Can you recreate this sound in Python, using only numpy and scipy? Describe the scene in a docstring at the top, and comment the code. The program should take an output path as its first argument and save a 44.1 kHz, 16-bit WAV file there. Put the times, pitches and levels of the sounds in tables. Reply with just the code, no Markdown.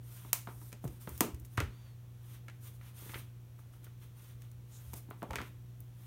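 """A cat picks at a loose foam floor mat in a small room with a wooden floor.
Claws and teeth snap out of the foam, twice loudly, and the mat taps and flops onto the boards.
A faint squeak follows, then soft strokes of paws and mat sliding, with a few light taps.
Near the end the mat swishes as it lifts and lands in a flurry of taps, snaps and thumps.
A mains appliance hums quietly throughout."""
import sys
import numpy as np
from scipy import signal
from scipy.fft import rfft, irfft, next_fast_len
from scipy.io import wavfile
from scipy.ndimage import uniform_filter1d

SR = 44100
rng = np.random.default_rng(int(sys.argv[2]) if len(sys.argv) > 2 else 0)


def unload_audio(sound):
    """Save the sound as a 16-bit wav file, at the path given as the first command line argument."""
    columns = np.transpose(np.atleast_2d(sound))
    # keep every value between -1 and 1, then stretch to whole-number steps
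    steps = np.round(np.clip(columns, -1, 1) * 32767)
    wavfile.write(sys.argv[1], SR, steps.astype(np.int16))


N = 267521

# modes of the floor boards: f/Hz, width/Hz, gain/dB
BOARD_MODES = [(476, 280, 0.5), (699, 70, -1), (940, 210, 0), (1173, 122, -2.5), (1340, 160, 0.5),
               (1610, 180, -6), (1950, 290, -5), (2300, 850, -3.5), (3740, 2000, 1.5)]


def snaps(echo_db=-1.0):
    """Foam cells tear as a claw or tooth lets go: a very short, bright crack."""
    # slips off the foam: t/s, level/dB, tearing time/ms, tilt above 2 kHz/(dB per octave)
    tears = [(.3306, -20, 1.36, 1.5), (0.72, -57, 3.4, -5), (.728, -46.5, 2.2, -3.5),
             (.842, -53.5, 11, 4.5), (.877, -51.5, 3.2, -1.5), (1.092, -45.5, 1.5, 5.5),
             (1.178, -45.5, 1.8, 3.5), (1.2072, -21, 1.4, 0), (1.346, -54, 2.4, -1.5),
             (1.398, -55.5, 3.5, 7), (1.449, -55.5, 8.8, 1), (1.574, -40.5, 8.7, -6.5),
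             (1.6029, -33.5, 0.72, -6.5), (2.483, -53, 2.2, -6.5), (2.498, -56, 2, -8),
             (3.119, -51, .7, -5), (3.843, -54, 5, 4), (4.42, -56.5, 2.2, -2.5), (4.515, -59.5, 1.5, 1.5),
             (4.934, -45.5, 1.8, 4.5), (4.939, -43.5, 1.4, -0.5), (5.103, -54, 4, 9),
             (5.229, -52.5, 0.74, 1), (5.3085, -47, 1, -5.5), (5.333, -46.5, .58, -8),
             (5.357, -35, 0.88, -6.5), (5.3646, -43, .79, -10), (5.416, -45, 1.1, -8),
             (5.805, -50.5, 1.3, 12.5)]
    # tone of tearing foam: f/Hz, gain/dB
    tear_spectrum = [(300, -18.5), (900, -8.5), (2500, 1), (3500, -6.5), (5200, -3), (6400, 2), (7500, 0.5),
                     (9700, 2.5), (10800, -2.5), (11800, 5.5), (13000, -1.5), (15000, 5), (16500, -15)]
    out = np.zeros(N)
    for start, db, tear_ms, tilt in tears:
        tear = rupture(tear_ms, grain_db=4.0)
        hz = bins(len(tear))
        tone = at_hz(tear_spectrum, hz) + tilt * np.log2(np.maximum(hz, 2000))
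        add(out, start, radiate(tear, tone - tone.max(), db, echo_db))
    return out


def taps(hollow_db=5, hollow_octaves=0.61, mode_shift=0.062, tap_echo_db=2.5, flex_echo_db=3.0):
    """The mat's edge slaps the boards with a dull, hollow tick, and the sheet flexes in damped modes."""
    # edge hits: t/s, tap level/dB, tap centre/Hz, contact time/ms, flex level/dB
    hits = [(.248, -52.5, 1015, 3.5, -51), (.331, -36.5, 1030, 0.35, -54), (.4719, -41, 1020, 2.3, -44.5),
            (.486, -50, 1150, 13, -48.5), (.614, -58, 1080, 11, -60), (.727, -60, 1440, 13, -50),
            (0.8413, -44.5, 546, 1.4, -37), (.852, -50, 910, 1.8, -37.5), (1.074, -42, 1210, 1.5, -38.5),
            (1.2075, -25, 1020, 1.1, -23), (1.578, -29, 1390, 3.3, -35), (1.603, -36, 1470, 6.7, -33.5),
            (2.483, -50, 1720, 7.3, -58), (2.812, -56, 1700, 1.4, -76), (3.023, -68, 1000, 8.4, -51.5),
            (3.06, -65, 1000, 8.2, -54), (3.093, -51, 1910, 7.3, -49.5), (3.136, -47, 1000, 3, -56),
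            (3.143, -40, 2160, 5.5, -55), (3.156, -48.5, 1500, 3.3, -45), (3.589, -61, 1200, 5, -72),
            (3.736, -61.5, 1200, 4.6, -70.5), (3.867, -60, 1300, 3.2, -59), (4.934, -47, 766, 2.1, -46),
            (5.087, -59, 780, 4.5, -49), (5.11, -42.5, 1050, 0.78, -47), (5.221, -44, 1190, 0.69, -43),
            (5.228, -37.5, 740, 4.1, -39.5), (5.306, -38, 824, 4.1, -44), (5.333, -41, 1190, 5.6, -44.5),
            (5.358, -41.5, 1980, 4.5, -41.5), (5.385, -38, 1560, 3.9, -46.5), (5.402, -41, 1320, 4.1, -44),
            (5.416, -52, 1980, 13, -48.5)]
    # bending modes of the foam sheet: f/Hz, width/Hz, gain/dB
    sheet_modes = [(140.6, 18, -1.5), (212, 84, 1), (298, 64, -0.5), (397, 55, -1.5), (570, 94, -10)]
    low_order, high_order = 1.3, 2.35  # steepness below and above the tap's centre
    out = np.zeros(N)
    for start, tap_db, centre_hz, contact_ms, flex_db in hits:
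        contact = rupture(contact_ms, grain_db=3)
        hz = bins(len(contact))
        ratio = np.maximum(hz, 20) / centre_hz
        # each tap is strongest around its centre and falls away steeply in the treble
        skirts = 10 * np.log10((1 + ratio ** (-2 * low_order)) * (1 + ratio ** (2 * high_order)))
        # air trapped under the edge resonates at that centre
        hollow = hollow_db * np.exp(-(np.log2(ratio) / hollow_octaves) ** 2)
        tap_tone = resonances(BOARD_MODES, hz) + hollow - skirts
        add(out, start, radiate(contact, tap_tone, tap_db, tap_echo_db))
        # each grip bends the sheet differently, which shifts its modes
        bend = resonances(sheet_modes, hz * np.exp(mode_shift * rng.standard_normal()))
        soak = 10 * np.log10(1 + (hz / 750) ** 4)  # foam soaks up the treble
        add(out, start, radiate(contact, bend - soak, flex_db, flex_echo_db))
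    return out


def thumps():
    """Weight lands on a cushion of air: a few low cycles swell and fade."""
    # soft landings of mat and paws: t/s, level/dB, f/Hz, swell/ms
    landings = [(.85, -36.5, 130, 11), (0.874, -45, 64.5, 9.6), (1.101, -46.5, 76, 25),
                (1.2086, -23.5, 253, 2.6), (1.33, -38.5, 72, 8.2), (1.409, -47, 65, 9.2),
                (1.579, -28, 109, 6.6), (1.621, -32, 82, 8.4), (1.662, -44, 56, 12),
                (3.139, -47.5, 71.4, 9.2), (4.861, -47.5, 75, 16), (4.913, -51, 73, 16),
                (5.304, -38.5, 73, 5.8), (5.372, -47, 73, 18)]
    out = np.zeros(N)
    t = np.arange(SR // 4) / SR
    for start, db, hz, swell_ms in landings:
        age = t * 1000 / swell_ms
        envelope = from_db(db) * age * np.exp(1 - age)
        add(out, start, envelope * np.sqrt(2) * np.sin(2 * np.pi * hz * t))
    return out


def slide(hiss_trim_db=-1, scrape_trim_db=-2.5, board_share=0.65, echo_db=1.0):
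    """Paws and mat drag: a fine hiss from the texture, a coarser scrape that stirs the boards."""
    # rubs over the foam, before the trims: t/s, swell/s, hold/s, hiss level/dB, scrape over hiss/dB
    strokes = [(-0.001, 0.17, .005, -56.5, -7), (0.14, 0.025, 0.13, -62.5, -2),
               (0.385, 0.068, 0.096, -64.5, -17), (0.522, 0.098, 0.074, -60.5, -13.5),
               (0.815, 0.019, 0.13, -66.5, -5.5), (0.996, 0.013, 0.017, -57, -7),
               (1.023, 0.072, 0.12, -58.5, -7), (1.484, 0.056, 0.095, -65, -7),
               (1.674, 0.047, 0.18, -79, 9.5), (2.177, 0.16, .015, -62.5, -1),
               (2.597, 0.058, 0.024, -57, -5.5), (2.72, 0.023, .01, -66, -10),
               (2.786, 0.064, 0.044, -65, 0.5), (2.932, 0.054, .21, -56, -3),
               (3.577, 0.013, .005, -67, -10), (3.718, 0.017, .01, -67, -5), (3.812, 0.023, .025, -70, 2.5),
               (3.991, 0.036, .015, -65, 0), (4.137, 0.055, 0.12, -65.5, -1), (4.382, 0.034, .03, -71.5, 1),
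               (4.66, 0.072, 0.21, -64.5, -5), (4.946, 0.019, .005, -52.5, -8),
               (5.13, 0.066, .02, -73, -13), (5.274, 0.061, 0.14, -66, 3.5), (5.91, 0.15, .02, -66, -3)]
    # tone of the fine hiss: f/Hz, gain/dB
    hiss_spectrum = [(1500, -31.5), (3000, -17), (4800, -3.5), (6000, -1), (7700, -1.5), (9200, 6),
                     (10500, 0.5), (12000, 6), (14500, 4.5), (15700, 2), (16200, -17)]
    # tone of the coarse scrape: f/Hz, gain/dB
    scrape_spectrum = [(250, -24), (500, -4), (750, -9), (1000, -3), (1400, -3), (2200, -6), (3500, -6.5),
                       (4900, -17.5), (6500, -8), (9000, -26.5)]
    hiss_power, scrape_power = np.zeros((2, N))
    for start, swell, hold, db, scrape_db in strokes:
        power = (from_db(db) * stroke(start, swell, hold)) ** 2
        hiss_power += power
        scrape_power += power * from_db(scrape_db) ** 2
    hz = np.geomspace(200, 10000, 200)
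    scrape_tone = at_hz(scrape_spectrum, hz) + board_share * resonances(BOARD_MODES, hz)
    hiss = friction(hiss_spectrum, grain_db=1.0, flutter_db=1.0)
    scrape = friction(np.column_stack([hz, scrape_tone]), grain_db=-0.5, flutter_db=1.2)
    rub = from_db(hiss_trim_db) * np.sqrt(hiss_power) * hiss
    rub += from_db(scrape_trim_db) * np.sqrt(scrape_power) * scrape
    echoes = signal.fftconvolve(rub, room(tone_db=np.zeros(SR // 8)))[:N]
    return rub + from_db(echo_db) * echoes


def swish(level_db=-61.5):
    """The lifted mat brushes past its neighbour with a narrow hiss."""
    # resonances of the brushing mat: f/Hz, width/Hz, gain/dB
    peaks = [(3900, 600, -5), (6850, 1200, 2), (8600, 1500, -9)]
    hz = np.geomspace(200, 16000, 200)
    rub = friction(np.column_stack([hz, resonances(peaks, hz)]), grain_db=0.0, flutter_db=1.0)
    return from_db(level_db) * stroke(start_s=4.705, swell_s=0.052, hold_s=0.017) * rub


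def squeak(middle_s=1.82, length_s=0.29, top_hz=2340, drop_hz=380, jitter=0.02):
    """A thin, unsteady squeak rises and falls once; only the overtones of its pitch sound."""
    # overtones: multiple of the pitch, level/dB
    partials = [(2, -77), (3, -86), (4, -84)]
    t = np.arange(N) / SR
    droop = np.minimum(((t - middle_s) / (length_s / 2)) ** 2, 1)
    pitch_hz = (top_hz - drop_hz * droop) * (1 + jitter * drift(300))
    phase = 2 * np.pi * np.cumsum(pitch_hz) / SR
    tone = sum(from_db(db) * np.sin(multiple * phase) for multiple, db in partials)
    return np.sqrt(2 * (1 - droop)) * tone


def room(tone_db, early_db=6, early_s=0.0065):
    """Dense echoes from near walls, drawn afresh at random for each sound; the bass rings longest."""
    # reverb bands: f/Hz, t60/s, echo level/dB
    bands = [(100, .4, -4), (243, 0.46, -6.5), (598, 0.25, -5.5), (1400, 0.26, -7), (3000, .29, -3.5),
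             (6950, 0.26, -7), (14100, 0.22, -8)]
    size = 2 * (len(tone_db) - 1)
    t, hz = np.arange(size) / SR, bins(size)
    noise = rfft(rng.standard_normal(size)) * rms_one(from_db(tone_db))
    log_centres = np.log([row[0] for row in bands])
    # the first reflections, off the nearest surfaces, stand above the diffuse tail
    arrival = np.clip((t - 0.002) / 0.0026, 0, 1) * from_db(early_db * np.exp(-t / early_s))
    echoes = np.zeros(size)
    for share, (_, t60, db) in zip(np.eye(len(bands)), bands):
        band = irfft(noise * np.interp(np.log(hz + 1), log_centres, share), size)
        fade = np.exp(-np.log(1000) * t / t60) * arrival
        echoes += from_db(db) * band * fade / np.sqrt(np.sum(fade ** 2))
    return echoes


def hum(waver_db=-1.0):
    """A mains appliance hums, wavering a little in pitch and level."""
    # mains harmonics: f/Hz, level/dB
    harmonics = [(59.8, -65), (119.7, -50.5), (179.4, -72.5), (299, -79.5), (359, -78), (479, -82),
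                 (538, -90.5)]
    t = np.arange(N) / SR + 0.0002 * drift(4.9)
    tone = sum(from_db(db) * np.sin(2 * np.pi * (hz * t + rng.random())) for hz, db in harmonics)
    return np.sqrt(2) * tone * from_db(waver_db * drift(5))


def air(level_db=-59):
    """The still air of the room: a steady, low bed of noise."""
    # room tone: f/Hz, gain/dB
    air_spectrum = [(20, -32), (32, -4), (60, -5), (100, 3), (160, -8.5), (300, -16), (450, -21.5),
                    (1000, -26), (2300, -31), (3400, -31), (5000, -37.5), (5700, -33.5), (7700, -37),
                    (10500, -35.5), (14000, -33)]
    return from_db(level_db) * shaped(rng.standard_normal(N), air_spectrum)


def rupture(decay_ms, grain_db, size=12288):
    """A run of tiny uneven slips that dies within milliseconds, with an even spread of frequencies."""
    t_ms = 1000 * np.arange(size) / SR
    fade = np.exp(-np.minimum(t_ms / decay_ms, 50))
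    noise = rng.standard_normal(size)
    grain = from_db(grain_db * np.clip(rng.standard_normal(size), -2, 2))
    slips = noise * grain * fade
    power = uniform_filter1d(np.abs(rfft(slips)) ** 2, size=240)
    return colour(slips, -10 * np.log10(power + 1e-12))


def radiate(force, tone_db, db, echo_db):
    """A blow with this tone, its loudest 3 ms set to db, followed by its echoes in the room."""
    blow = colour(force, tone_db)
    peak_power = uniform_filter1d(blow ** 2, int(0.003 * SR), mode="constant").max()
    direct = blow * from_db(db) / np.sqrt(peak_power + 1e-20)
    return direct + from_db(echo_db) * np.sqrt(np.sum(direct ** 2)) * room(tone_db)


def friction(spectrum, grain_db, flutter_db):
    """Countless small slips of the textured foam, catching unevenly."""
    slips = rng.standard_normal(N) * from_db(grain_db * np.clip(drift(2000), -2.5, 2.5))
    return shaped(slips * from_db(flutter_db * drift(90)), spectrum)


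def stroke(start_s, swell_s, hold_s, release_s=0.025):
    """Envelope of a rub: it gathers speed evenly, holds it and dies away."""
    age = np.arange(N) / SR - start_s
    return np.clip(age / swell_s, 0, 1) * np.exp(-np.maximum(age - swell_s - hold_s, 0) / release_s)


def resonances(modes, hz):
    """Gain in dB of a set of damped modes."""
    power = 0
    for centre, width, db in modes:
        detuning = (hz ** 2 - centre ** 2) / (width * np.maximum(hz, 1))
        power += from_db(db) ** 2 / (1 + detuning ** 2)
    return 10 * np.log10(power + 1e-12)


def colour(x, db):
    """Causal (minimum-phase) filter with a gain in dB for each FFT bin."""
    size = len(x)
    cepstrum = irfft(np.log(from_db(db)), size)
    cepstrum[1:size // 2] *= 2
    cepstrum[size // 2 + 1:] = 0
    return irfft(rfft(x) * np.exp(rfft(cepstrum)), size)


def shaped(x, spectrum):
    """Give a scene-long signal a spectrum, at unit rms."""
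    size = next_fast_len(N)
    gain = from_db(at_hz(spectrum, bins(size)))
    return rms_one(irfft(rfft(x, size) * gain, size)[:N])


def drift(rate_hz):
    """A random wander at unit rms."""
    knots = rng.standard_normal(N // 20)
    return rms_one(np.interp(np.arange(N) / SR * rate_hz, np.arange(len(knots)), knots))


def at_hz(spectrum, hz):
    """Read a spectrum's dB on a log-frequency axis."""
    points_hz, points_db = np.transpose(spectrum)
    return np.interp(np.log(np.maximum(hz, 1)), np.log(points_hz), points_db)


def bins(size):
    """Frequencies of a real FFT."""
    return np.arange(size // 2 + 1) * SR / size


def from_db(db):
    """Decibels to gain."""
    return 10 ** (np.asarray(db) / 20)


def rms_one(x):
    """Scale to unit rms."""
    return x / np.sqrt(np.mean(x ** 2) + 1e-20)


def add(out, start_s, x):
    """Mix a short sound in at its start time."""
    start = round(start_s * SR)
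    out[start:start + len(x)] += x[:N - start]


def scene():
    """Snaps, taps and thumps stand out; sliding and hum lie underneath."""
    return (snaps() + taps() + thumps() + slide() + swish() + squeak() + hum() + air())[None, :]


def record(dry, low_cut_hz=37, high_cut_hz=16100):
    """The small microphone loses the deepest bass, and the top is cut steeply."""
    thin = signal.sosfilt(signal.butter(4, low_cut_hz, "high", fs=SR, output="sos"), dry)
    return signal.sosfilt(signal.ellip(10, 0.1, 80, high_cut_hz, fs=SR, output="sos"), thin)


dry = scene()
out = record(dry)
unload_audio(out)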